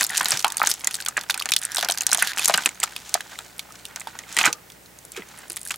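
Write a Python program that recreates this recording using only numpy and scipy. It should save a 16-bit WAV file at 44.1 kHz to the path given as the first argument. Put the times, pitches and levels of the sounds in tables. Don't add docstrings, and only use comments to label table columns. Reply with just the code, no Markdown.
import sys
import numpy as np
from scipy import signal
from scipy.fft import rfft, irfft, next_fast_len
from scipy.io import wavfile
from scipy.ndimage import map_coordinates

SR = 44100
rng = np.random.default_rng(int(sys.argv[2]) if len(sys.argv) > 2 else 0)


def voltage_ratio(level):
    return 10 ** (np.asarray(level, float) / 20)


def store_wav(level_fs):
    pcm = np.round(np.clip(np.atleast_2d(level_fs), -1, 1) * 32767)
    wavfile.write(sys.argv[1], SR, pcm.T.astype(np.int16))


N = 254456
SOFT_TOP_HZ = 15950

# (t/s, peak level/dB, ringing f/Hz)
CREASE_SNAPS = [(0.0094, -3, 6600), (0.0256, -9, 10400), (0.0299, -4.5, 5500), (0.047, -8.5, 5200),
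                (0.066, -11, 7600), (0.1052, -12, 9500), (0.1498, -13, 3900), (0.1718, -4, 7580),
                (0.177, -0.5, 7800), (0.1987, -14, 5500), (0.2113, -10.5, 3670), (0.2455, -6, 8850),
                (0.2572, -4.5, 4080), (0.2844, -6, 9350), (0.294, -17, 8800), (0.3068, -1, 8300),
                (0.3189, -1, 5530), (0.3728, -8.5, 5600), (0.3949, -12, 4400), (0.4252, -15, 6000),
                (0.445, -4, 2770), (0.4796, -14, 6800), (0.502, -15.5, 3780), (0.5216, -6.5, 7560),
                (0.5697, -5.5, 9500), (0.5808, -14, 4500),
                (0.6494, -15, 6000), (0.672, 0.5, 6300), (0.691, -10, 8740), (0.696, -11, 4020),
                 (0.7004, -6, 10600), (0.706, -9, 8700), (0.7143, -1, 5300), (0.739, -12, 6400),
                 (0.845, -9.5, 6670), (0.872, 0, 7400), (0.91, -14, 3060), (0.9462, -12, 8200),
                 (0.953, -10.5, 7300), (1.0027, -17, 4100), (1.0228, -20, 4470), (1.0617, -8, 3230),
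                 (1.0848, -4, 8060), (1.1714, -10, 7400), (1.211, -15.5, 3600), (1.2968, -17, 7100),
                 (1.2999, -6, 4900), (1.307, -7, 3720), (1.3431, -9.5, 5040), (1.3763, -12, 7960),
                 (1.399, -10, 4400), (1.422, -12, 2940), (1.457, -9, 6460), (1.489, -9, 3900),
                (1.519, 0.5, 3630), (1.5368, -1, 3600), (1.5639, 1.5, 3830), (1.616, -16, 9000),
               (1.6514, -3.5, 9000), (1.7184, -14.5, 6070), (1.7466, -7.5, 7960), (1.7685, -5.5, 3980),
               (1.7819, -8.5, 4160), (1.7908, -9.5, 3600), (1.81, -11.5, 4310), (1.8264, -8, 4010),
               (1.847, -7, 5670), (1.8865, -3.5, 4250), (1.899, -6, 3360), (1.91, -7.5, 8260),
               (1.9209, -5, 5430), (1.975, -8.5, 4900), (1.984, -11, 5290), (2.0077, -5, 6900),
               (2.019, -8.5, 7040), (2.0667, 0.5, 6400),
                (2.116, -5.5, 5700), (2.1304, 2, 8400), (2.1465, -2.5, 9600), (2.1733, -7.5, 6660),
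                (2.195, -18, 9860), (2.4968, -6, 4030), (2.1835, -9.5, 6770), (2.2247, -1.5, 9600),
                (2.2724, -8, 3680), (2.378, -12.5, 6900), (2.384, -7, 2980), (2.394, -8, 9300),
                (2.446, -5.5, 7060), (2.4565, 0.5, 7040), (2.4777, -4, 7460), (2.482, -1, 10200),
                (2.506, -12.5, 7240), (2.5411, 1, 3820), (2.5757, -5, 7700), (2.6592, -0.5, 8000),
                (2.801, -11.5, 8160), (2.8317, -12, 6900), (2.837, -3, 7340), (2.9634, -14.5, 3600),
                (3.093, -17.5, 7200), (3.1412, -3, 6500), (3.207, -17, 3700), (3.3884, -17.5, 3480),
                (3.5932, -11, 3630), (3.853, -17.5, 2970), (3.96, -14, 5140), (4.006, -19, 7300),
                (4.0721, -22.5, 3480), (4.189, -18, 7000), (4.3262, -20.5, 6600), (4.3674, -6.5, 7900),
                (4.3742, -13, 3700), (4.387, -4.5, 7300), (4.43, -11, 6540), (4.4564, -3, 6300),
                (4.5282, -8, 6350), (4.701, -25.5, 3400), (4.8592, -33, 3850), (5.1193, -20.5, 9300),
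                (5.1732, -23.5, 3630), (5.4994, -15.5, 9700), (5.5, -22, 13400), (5.53, -21, 10000),
                (5.561, -16, 9300), (5.568, -12, 9100), (5.6519, -19, 9700), (5.685, -19, 9300),
                (5.707, -11, 3270), (5.7098, -17, 7500), (5.718, -14.5, 6300),
                (1.3006, -15, 10000),
    (3.1412, -4, 10800),
    (3.1416, -5.5, 4100),
    (0.63, -4, 16000),
]
CREASES = CREASE_SNAPS

# (t/s, peak level/dB, ringing f/Hz)
DIMPLE_FLIPS = [(0.0096, -7, 1720), (0.101, -15.5, 1900), (0.148, -25, 1980), (0.2084, -6, 1540),
                (0.21, -8, 1006), (0.258, -17.5, 1430), (0.321, -12.5, 1680), (0.4452, -4, 840),
                (0.601, -12.5, 884), (0.6168, 0, 1303), (0.636, -10.5, 880), (0.671, -13.5, 1590),
                (0.839, -24, 2130), (0.874, -16, 1980), (1.004, -22, 1550), (1.085, -20, 1230),
                (1.1773, -6.5, 1580), (1.298, -6.5, 1540), (1.342, -16.5, 2550), (1.457, -18, 1780),
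                (1.489, -18, 2000), (1.766, -20, 1500), (1.784, -14, 703), (1.828, -10, 1610),
                (1.831, -16.5, 696), (1.858, -25, 720), (1.887, -14.5, 1540), (1.895, -15.5, 695),
                (1.974, -20.5, 1600), (2.01, -16.5, 2620), (2.096, -24, 780), (2.1257, -10, 1470),
                (2.147, -11, 3510), (2.183, -19, 676), (2.223, -5.5, 1510), (2.373, -16.5, 1430),
                (2.39, -25, 2380), (2.482, -14, 1200), (2.497, -5.5, 727), (2.5411, -9.5, 1560),
                (2.5442, -6.5, 2830), (2.58, -8.5, 1500), (2.659, -3, 2580), (2.838, -9.5, 1330),
                (3.151, -11, 705), (3.389, -23.5, 1360), (3.961, -23.5, 2280), (4.071, -19, 910),
                (4.367, -7.5, 1970), (4.388, -5.5, 2520), (4.4126, -6, 2550), (4.4398, -3, 1870),
                (4.4422, -15, 990), (4.462, -3, 1350), (4.475, -7, 1500), (2.772, -42, 2000),
                (3.317, -35, 1520), (4.152, -35, 1070), (5.048, -42, 520), (5.71, -18.5, 2740)]
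DIMPLES = DIMPLE_FLIPS

# (f/Hz, level per Hz/dB)
FINE_COLOUR = [(1470, -12), (2600, -8), (3600, -5), (5000, -8), (7300, -5.5), (9420, -14), (15100, -17),
               (16500, 1)]


def unit(x):
    return x / np.sqrt(np.mean(x ** 2) + 1e-20)


def along(points, hz):
    f, v = np.transpose(points)
    return np.interp(np.log(hz + 1), np.log(f + 1), v)


def curves(rows):
    s, *columns = np.transpose(rows)
    return [np.interp(np.arange(N) / SR, s, column) for column in columns]


def wobble(rate):
    knots = rng.standard_normal(int(N * rate / SR) + 4)
    return map_coordinates(knots, [np.arange(N) * rate / SR])


def decay(x, t60):
    return signal.lfilter([1], [1, -voltage_ratio(-60 / (t60 * SR))], x)


def filtered(x, response):
    m = next_fast_len(x.shape[-1] + 4096)
    return irfft(rfft(x, m) * response(np.fft.rfftfreq(m, 1 / SR)), m)[..., :x.shape[-1]]


def resonance(f, hz, width):
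    return 1j * f * width / (hz * hz - f * f + 1j * f * width)


def high_pass(f, hz):
    return (1j * f / (hz + 1j * f)) ** 2


def place(s, db, rows):
    rows = rows / np.abs(rows).max(axis=1, keepdims=True) * voltage_ratio(db)[:, None]
    at = np.round(s * SR).astype(int)[:, None] + np.arange(rows.shape[1])
    return np.bincount(at.ravel(), rows.ravel(), N + SR)[:N]


def burst(count, t60, rise, tail_db, tail_t60, kick, spike_db=3, spike=0.37, size=4096):
    t = np.arange(size) / SR
    t60 = t60[:, None]
    rise = rise * voltage_ratio(3.5 * rng.standard_normal((count, 1)))
    first = voltage_ratio(spike_db - 60 * t / (spike * t60))
    tail = voltage_ratio(tail_db - 60 * t / tail_t60)
    shape = first + voltage_ratio(-60 * t / t60) + tail
    blow = kick * t / rise * np.exp(1 - t / rise)
    return blow + (1 - np.exp(-t / rise)) ** 2 * shape * rng.standard_normal((count, size))


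def snaps():
    # (t/s, peak level/dB, ringing f/Hz)
    further_snaps = [(0.02, -11.5, 3170), (0.0402, -5, 11400), (0.0914, -25, 3620), (0.0948, -16, 6430),
                      (0.1317, -23, 3950), (0.1955, -16, 8040), (0.23, -16, 9570), (0.3927, -14, 6020),
                      (0.4035, -16, 4300), (0.4126, -19, 7210), (0.467, -18, 3120), (0.545, -28, 4120),
                      (0.5776, -16, 8090), (0.596, -16.5, 3840), (0.6, -21, 3750), (0.606, -25, 3730),
                      (0.609, -23, 4320), (0.6601, -11, 3090), (0.6671, -11, 4540), (0.794, -24, 7490),
                      (0.8011, -22, 12860), (0.8082, -25, 4740), (0.817, -26, 8290), (0.9275, -24, 6490),
                      (0.936, -22, 9500), (0.9426, -10, 3600), (0.966, -21.5, 7810), (1.011, -18, 8160),
                      (1.0496, -22, 8710), (1.1918, -17, 5210), (1.2291, -27, 13110), (1.2353, -23.5, 3050),
                      (1.289, -28, 5060), (1.3205, -25, 8000), (1.3953, -14, 3090), (1.412, -21, 4490),
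                      (1.4152, -26, 6100), (1.4958, -15, 3090),
                      (1.5073, -18, 8600), (1.581, -17, 4630), (1.588, -17, 7600), (1.5936, -23, 11000),
                     (1.626, -26, 3090), (1.633, -14, 8410), (1.6367, -16, 7160), (1.76, -10, 8400),
                     (1.8008, -15, 3970), (1.8343, -18, 5600), (1.8755, -27, 6410), (1.9396, -20, 5160),
                     (1.9465, -22, 8060), (1.9542, -27, 5910), (2.0335, -19, 4180), (2.092, -15, 4290),
                     (2.099, -23, 4190), (2.108, -17, 4150), (2.2472, -19, 7100), (2.2933, -18, 4290),
                     (2.3077, -22, 3610), (2.3342, -18.5, 4520), (2.3609, -26, 6240), (2.365, -23, 7500),
                     (2.373, -20, 3730), (2.534, -19, 6380), (2.5583, -18, 12300), (2.6244, -22, 6740),
                     (2.636, -18, 3200), (2.65, -16, 14060), (2.666, -17, 6980), (2.6849, -25, 7780),
                     (2.691, -12.5, 6960), (2.7463, -31.5, 6650),
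                      (2.922, -27, 9970), (3.4083, -34, 7190), (3.5809, -26, 9220), (3.7222, -28.5, 6900),
                     (3.8637, -29, 6150), (3.8846, -31, 6510), (3.9976, -22.5, 7360), (4.019, -28, 7700),
                     (4.3454, -24, 8420), (4.417, -12, 3600), (4.72, -28, 5070), (4.9879, -28, 8600),
                     (5.051, -23.5, 10300), (5.1655, -22, 2600), (5.2869, -30.5, 6050), (5.376, -29, 9690),
                     (5.388, -25, 9690), (5.4822, -31, 9700), (5.5195, -17.5, 9200), (5.5929, -31, 9560),
                     (5.6062, -32, 7800), (5.6147, -21, 8700), (5.631, -22, 8760), (5.6567, -25, 9410),
                     (5.6604, -25, 9680), (5.664, -24, 8210), (5.572, -15, 10500), (5.674, -19, 9400),
                     (5.6778, -25, 9170), (5.695, -23, 7080), (5.7413, -19, 3200), (5.759, -22, 11780)]

    s, db, hz = np.transpose(CREASES + further_snaps)
    t60 = 0.028 * (6000 / hz) ** 0.5
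    hz = hz[:, None]
    push = burst(len(s), t60, 0.00006, tail_db=-24, tail_t60=0.06, kick=3.03, spike_db=13, spike=0.27, size=2048)
    ring = filtered(push, lambda f: resonance(f, hz, 0.23 * hz))
    tear = burst(len(s), 0.5 * t60, 0.00015, tail_db=-23, tail_t60=0.03, kick=0, spike_db=8, size=2048)
    crack = filtered(tear, lambda f: high_pass(f, 0.42 * hz))
    return place(s, db + 2.0, ring + 0.66 * crack)


def pops():
    # (t/s, peak level/dB, ringing f/Hz)
    further_dimples = [(0.2835, -23, 1710), (0.522, -25, 1670), (0.6957, -21.5, 1460), (0.8084, -26, 2210),
                       (0.9874, -26, 1650), (1.0491, -33, 2330), (1.0632, -21.5, 1460), (1.0767, -23, 1500),
                       (1.1679, -9, 1690), (1.3777, -22, 1490), (1.411, -19, 1170), (1.5208, -7.5, 2480),
                       (1.6528, -29, 1340), (1.7504, -19, 1560), (1.9458, -25, 1630), (2.333, -21, 2060),
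                       (2.3927, -14, 2520), (2.6906, -17.5, 2190), (2.8175, -25, 2000), (2.8746, -30, 2250),
                       (2.9237, -29, 1540), (2.9636, -22, 2510), (3.1758, -22, 1070), (3.206, -18, 1680),
                       (3.3559, -29, 2030), (3.5936, -21.5, 2280), (3.689, -36, 870), (3.7063, -32.5, 1250),
                       (4.0147, -21, 1950), (4.1903, -22.5, 1980), (4.2372, -29, 2120), (4.3739, -9, 1960),
                       (4.5283, -19, 2560), (5.147, -34, 2340), (5.2212, -24.5, 2000), (5.569, -23, 1720),
                       (5.6638, -29.5, 1600), (5.742, -28, 1270)]

    s, db, hz = np.transpose(DIMPLES + further_dimples)
    t60 = np.clip(0.054 * (1500 / hz) ** 0.11, 0.01, 0.1)
    hz = hz[:, None]

    def panel(f):
        main = resonance(f, hz, 0.07 * hz + 25)
        overtone = resonance(f, 1.78 * hz, 0.5 * hz)
        whole_tray = resonance(f, 1030, 500)
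        return (main - 0.18 * overtone + 0.18 * whole_tray) * high_pass(f, 0.4 * hz) ** 2

    push = burst(len(s), 0.4 * t60, 0.00013, tail_db=-20, tail_t60=130 / hz, kick=5)
    return place(s, db + 0.15, filtered(push, panel))


def rings():
    # (t/s, peak level/dB, f/Hz, t60/s)
    humming = [
        (0.449, -15.5, 895, 0.27),
        (1.18, -22, 1620, 0.08),
        (2.225, -9, 2010, 0.025),
        (2.498, -12.5, 680, 0.067),
        (4.479, -24, 854, 0.15),
        (4.492, -29.5, 1240, 0.32),
        (4.499, -30.5, 484, 0.3),
        (5.174, -23.5, 375, 0.1),
        (5.499, -34, 347, 0.057),
    ]

    s, db, hz, t60 = np.transpose(humming)
    hz = hz[:, None]
    push = burst(len(s), t60, 0.00068, tail_db=-40, tail_t60=t60[:, None], kick=4.8, size=8192)

    def pair(f):
        return resonance(f, hz, 0.13 * hz) ** 2 - 0.35 * resonance(f, 1.25 * hz, 0.2 * hz) ** 2

    return place(s, db, filtered(push, pair))


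def creaks():
    # (t/s, level/dB, slips per s, scrape level/dB)
    folds = [
        [(.112, -30.5, 152, -17), (.165, -29, 146, -2), (.205, -38, 104, -14)],
        [(1.607, -33.5, 105, -4), (1.68, -41, 88, -16), (1.71, -33, 150, -12.5), (1.748, -36, 200, -10)],
        [(2.186, -31.5, 266, 3), (2.22, -28, 310, -13), (2.27, -33, 300, -4.5), (2.318, -24.5, 158, -12)],
        [(2.40, -33, 324, 2), (2.43, -35.5, 130, 3.5), (2.455, -38, 210, 3)],
    ]
    # (f/Hz, width/Hz, level/dB)
    fold_panels = [(1680, 250, -3), (3600, 1900, 4), (7240, 440, 4.5), (9600, 6400, -7.5)]

    slips, scrape = np.zeros((2, N))
    for rows in folds:
        db, rate, bright_db = curves(rows)
        on = slice(round(rows[0][0] * SR), round(rows[-1][0] * SR))
        turns = np.cumsum(rate[on]) / SR
        at = on.start + np.flatnonzero(np.diff(np.floor(turns)))
        scatter = rng.standard_normal((len(at), 2))
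        late = np.round(0.08 * scatter[:, 0] * SR / rate[at]).astype(int)
        slips[at + late] = voltage_ratio(db[at] + 41.0 + 2.6 * scatter[:, 1]) * np.sqrt(200 / rate[at])
        scrape[at + late] = slips[at + late] * voltage_ratio(bright_db[at] - 27.5)
    scrape = decay(scrape, 0.02) * rng.standard_normal(N)

    def panel(f, row):
        hz, width, db = row
        return voltage_ratio(db) * resonance(f, hz, width)

    def small_panels(f):
        return sum((-1) ** k * panel(f, row) for k, row in enumerate(fold_panels[1:]))

    large = filtered(slips, lambda f: panel(f, fold_panels[0]) * resonance(f, 1680, 1300))
    return large + filtered(scrape, small_panels)


def crinkle(spectrum, rate, spread_db, t60):
    chance = rng.random((2, N))
    size_db = np.minimum(-abs(spread_db) * np.log(chance[1] + 1e-9), 11)
    sizes = (chance[0] < rate / SR) * voltage_ratio(size_db)
    puffs = decay(sizes, t60) * rng.standard_normal(N)
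    return unit(filtered(puffs, lambda f: voltage_ratio(along(spectrum, f))))


def shaken(events, db):
    s, peak_db, _ = np.transpose(events)
    jolt = voltage_ratio(0.76 * peak_db + db)
    jolts = np.bincount(np.round(s * SR).astype(int), jolt, N)[:N]
    return decay(jolts, 0.085)


def rustle():
    # (t/s, effort level/dB, fine over body level/dB)
    handling = [(0, -31.5, 22), (.08, -39, -15), (.16, -34.5, 10), (.35, -27, 13), (.45, -37, -9),
                (.72, -42, 20), (1.13, -43.5, 3), (2.15, -37.5, -11), (2.62, -32, 12.5), (2.72, -43.5, 9.5),
                (3.3, -41.5, 10.5), (3.5, -46.5, 5.5), (4.0, -43.5, 5.5), (4.33, -41.5, 2),
                (4.58, -51, -19), (5.08, -56.5, 12), (5.33, -40, 6), (5.77, -53.5, 14)]
    # (f/Hz, level per Hz/dB)
    body_colour = [(88, -50), (150, 4.5), (489, -10), (871, 3), (1160, -2), (1490, 3.5), (4000, -12),
                   (5200, -15), (8800, -120)]

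    effort_db, fine_db = curves(handling)
    body = crinkle(body_colour, rate=500, spread_db=4.0, t60=0.02)
    body = body + 0.096 * crinkle(body_colour, rate=3600, spread_db=21.0, t60=0.021)
    fine = crinkle(FINE_COLOUR, rate=450, spread_db=4.5, t60=0.008)
    fine = fine + 0.5 * crinkle(FINE_COLOUR, rate=5000, spread_db=1.5, t60=0.005)
    body_gain = voltage_ratio(effort_db - 6.0) + shaken(DIMPLES, -18.5)
    fine_gain = voltage_ratio(effort_db + fine_db - 9.5 + 2.2 * wobble(7.7)) + shaken(CREASES, -24.5)
    return filtered(body_gain * body + fine_gain * fine, lambda f: f < SOFT_TOP_HZ)


def slides():
    # (rise/s, t60/s, dull level/dB, bright level/dB)
    swells = [(0.015, 0.22, -25, -13.5), (0.0012, 0.017, -10, 2), (0.0047, 0.034, -12, 2.5),
              (0.00091, 0.16, -17.5, -12), (0.02, 0.087, -1.5, 3), (0.013, 0.14, -25, -24),
              (0.0034, 0.044, -18.5, -16), (0.053, 0.6, -56, -28), (0.028, 0.22, -42, -27),
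              (0.12, 0.5, -31, -17.5)]
    starts = [.319, 2.539, 2.829, 4.386, 4.445, 5.157, 5.705, 3.03, 3.3, 4.27]

    rise, t60, dull_db, bright_db = np.transpose(swells)[:, :, None]
    t = np.maximum(np.arange(N) / SR - np.reshape(starts, (-1, 1)), 0)
    swell = (1 - np.exp(-t / rise)) * voltage_ratio(-60 * t / t60)
    dull_colour = [(300, -57.0), (700, -2.5), (1500, 7.5), (2500, 7.5), (5000, -21)]  # (f/Hz, level per Hz/dB)
    dull = crinkle(dull_colour, rate=2000, spread_db=14.5, t60=0.01)
    bright = crinkle(FINE_COLOUR, rate=2500, spread_db=3.5, t60=0.01)
    dull_gain = np.sum(voltage_ratio(dull_db) * swell, axis=0)
    bright_gain = np.sum(voltage_ratio(bright_db) * swell, axis=0)
    return dull_gain * dull + bright_gain * bright


def thumps():
    # (t/s, peak level/dB, f/Hz, t60/s)
    bumps = [
        (0.331, -37, 135, 0.18),
        (2.546, -36.5, 173, 0.019),
        (4.368, -36, 242, 0.24),
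        (4.469, -30, 111, 0.074),
        (4.477, -26, 332, 0.21),
        (5.189, -35.5, 200, 0.063),
    ]

    s, db, hz, t60 = np.transpose(bumps)
    hz = hz[:, None]
    push = burst(len(s), np.clip(t60, 0.02, 0.2), 0.0016, tail_db=-29, tail_t60=0.17, kick=0, size=8192)
    return place(s, db + 4.5, filtered(push, lambda f: resonance(f, hz, 1.38 * hz) ** 2 * high_pass(f, 130)))


def room(x):
    # (f/Hz, t60/s)
    room_decay = [(300, 0.15), (2000, 0.0037), (5000, 0.058), (12000, 0.0052)]

    hz, t, z = signal.stft(rng.standard_normal((2, SR // 4)), SR, nperseg=128)
    dying = z * voltage_ratio(-60 * t / along(room_decay, hz)[:, None])
    tail = signal.istft(dying, SR, nperseg=128)[1]
    tail = tail / np.linalg.norm(tail[0])
    delayed = np.pad(x, (40, 0))[None]
    return signal.fftconvolve(delayed, tail, axes=1)[:, :N]


def hiss_and_hum():
    # (f/Hz, level per Hz/dB)
    hiss_colour = [(15, -35), (25, -18), (59, -8), (184, -0.5), (222, -2), (618, -2), (1350, -10),
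                   (1920, -6.5), (3380, -13.5), (8220, -13), (12000, -16), (15700, -14)]
    # (f/Hz, likeness from 0 to 1)
    likeness = [(60, 0.94), (180, 0.55), (550, 0.19), (1650, 0.062), (4970, 0.7), (15000, 1)]
    # (f/Hz, rms level/dB)
    hum_tones = [(59.5, -69), (119, -69.5), (178.5, -70), (8500, -89)]

    def mid_side(f):
        angle = np.arccos(np.clip(along(likeness, f), -1, 1)) / 2
        return voltage_ratio(along(hiss_colour, f)) * (f < SOFT_TOP_HZ) * [np.cos(angle), np.sin(angle)]

    mid, side = filtered(rng.standard_normal((2, N)), mid_side)
    hiss = voltage_ratio(-50.0) * unit(np.array([mid + side, mid - side]))
    t = np.arange(N) / SR
    hum = sum(voltage_ratio(db + 7.5) * np.sin(2 * np.pi * hz * t) for hz, db in hum_tones)
    return (hiss + hum) * voltage_ratio([[-0.4], [0.4]])


def scene():
    # (t/s, left over right level/dB)
    position = [(0, -1), (3, -1.05), (4.2, -2), (5.77, -1)]
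    # (f/Hz, level/dB)
    mic_treble = [(10000, -1), (13000, -6.5), (15500, -10), (16500, -39)]

    sheet = snaps() + pops() + rings() + creaks() + rustle() + slides()
    tray = filtered(sheet, lambda f: high_pass(f, 294)) + thumps()
    lean_db = (curves(position)[0] + 1.02 * wobble(49)) / 2
    direct = tray * voltage_ratio([lean_db, -lean_db])
    reflected = voltage_ratio(-14.0) * filtered(room(tray), lambda f: high_pass(f, 300))
    return filtered(direct + reflected, lambda f: voltage_ratio(along(mic_treble, f))) + hiss_and_hum()


def roll_off(x):
    return signal.sosfilt(signal.butter(12, 16820, fs=SR, output="sos"), x)


def record(dry):
    held = dry / (1 + np.abs(dry) ** 6) ** (1 / 6)
    mix = filtered(held, lambda f: (f < 16780) * high_pass(f, 11))
    return roll_off(mix)


dry = scene()
out = record(dry)
store_wav(out)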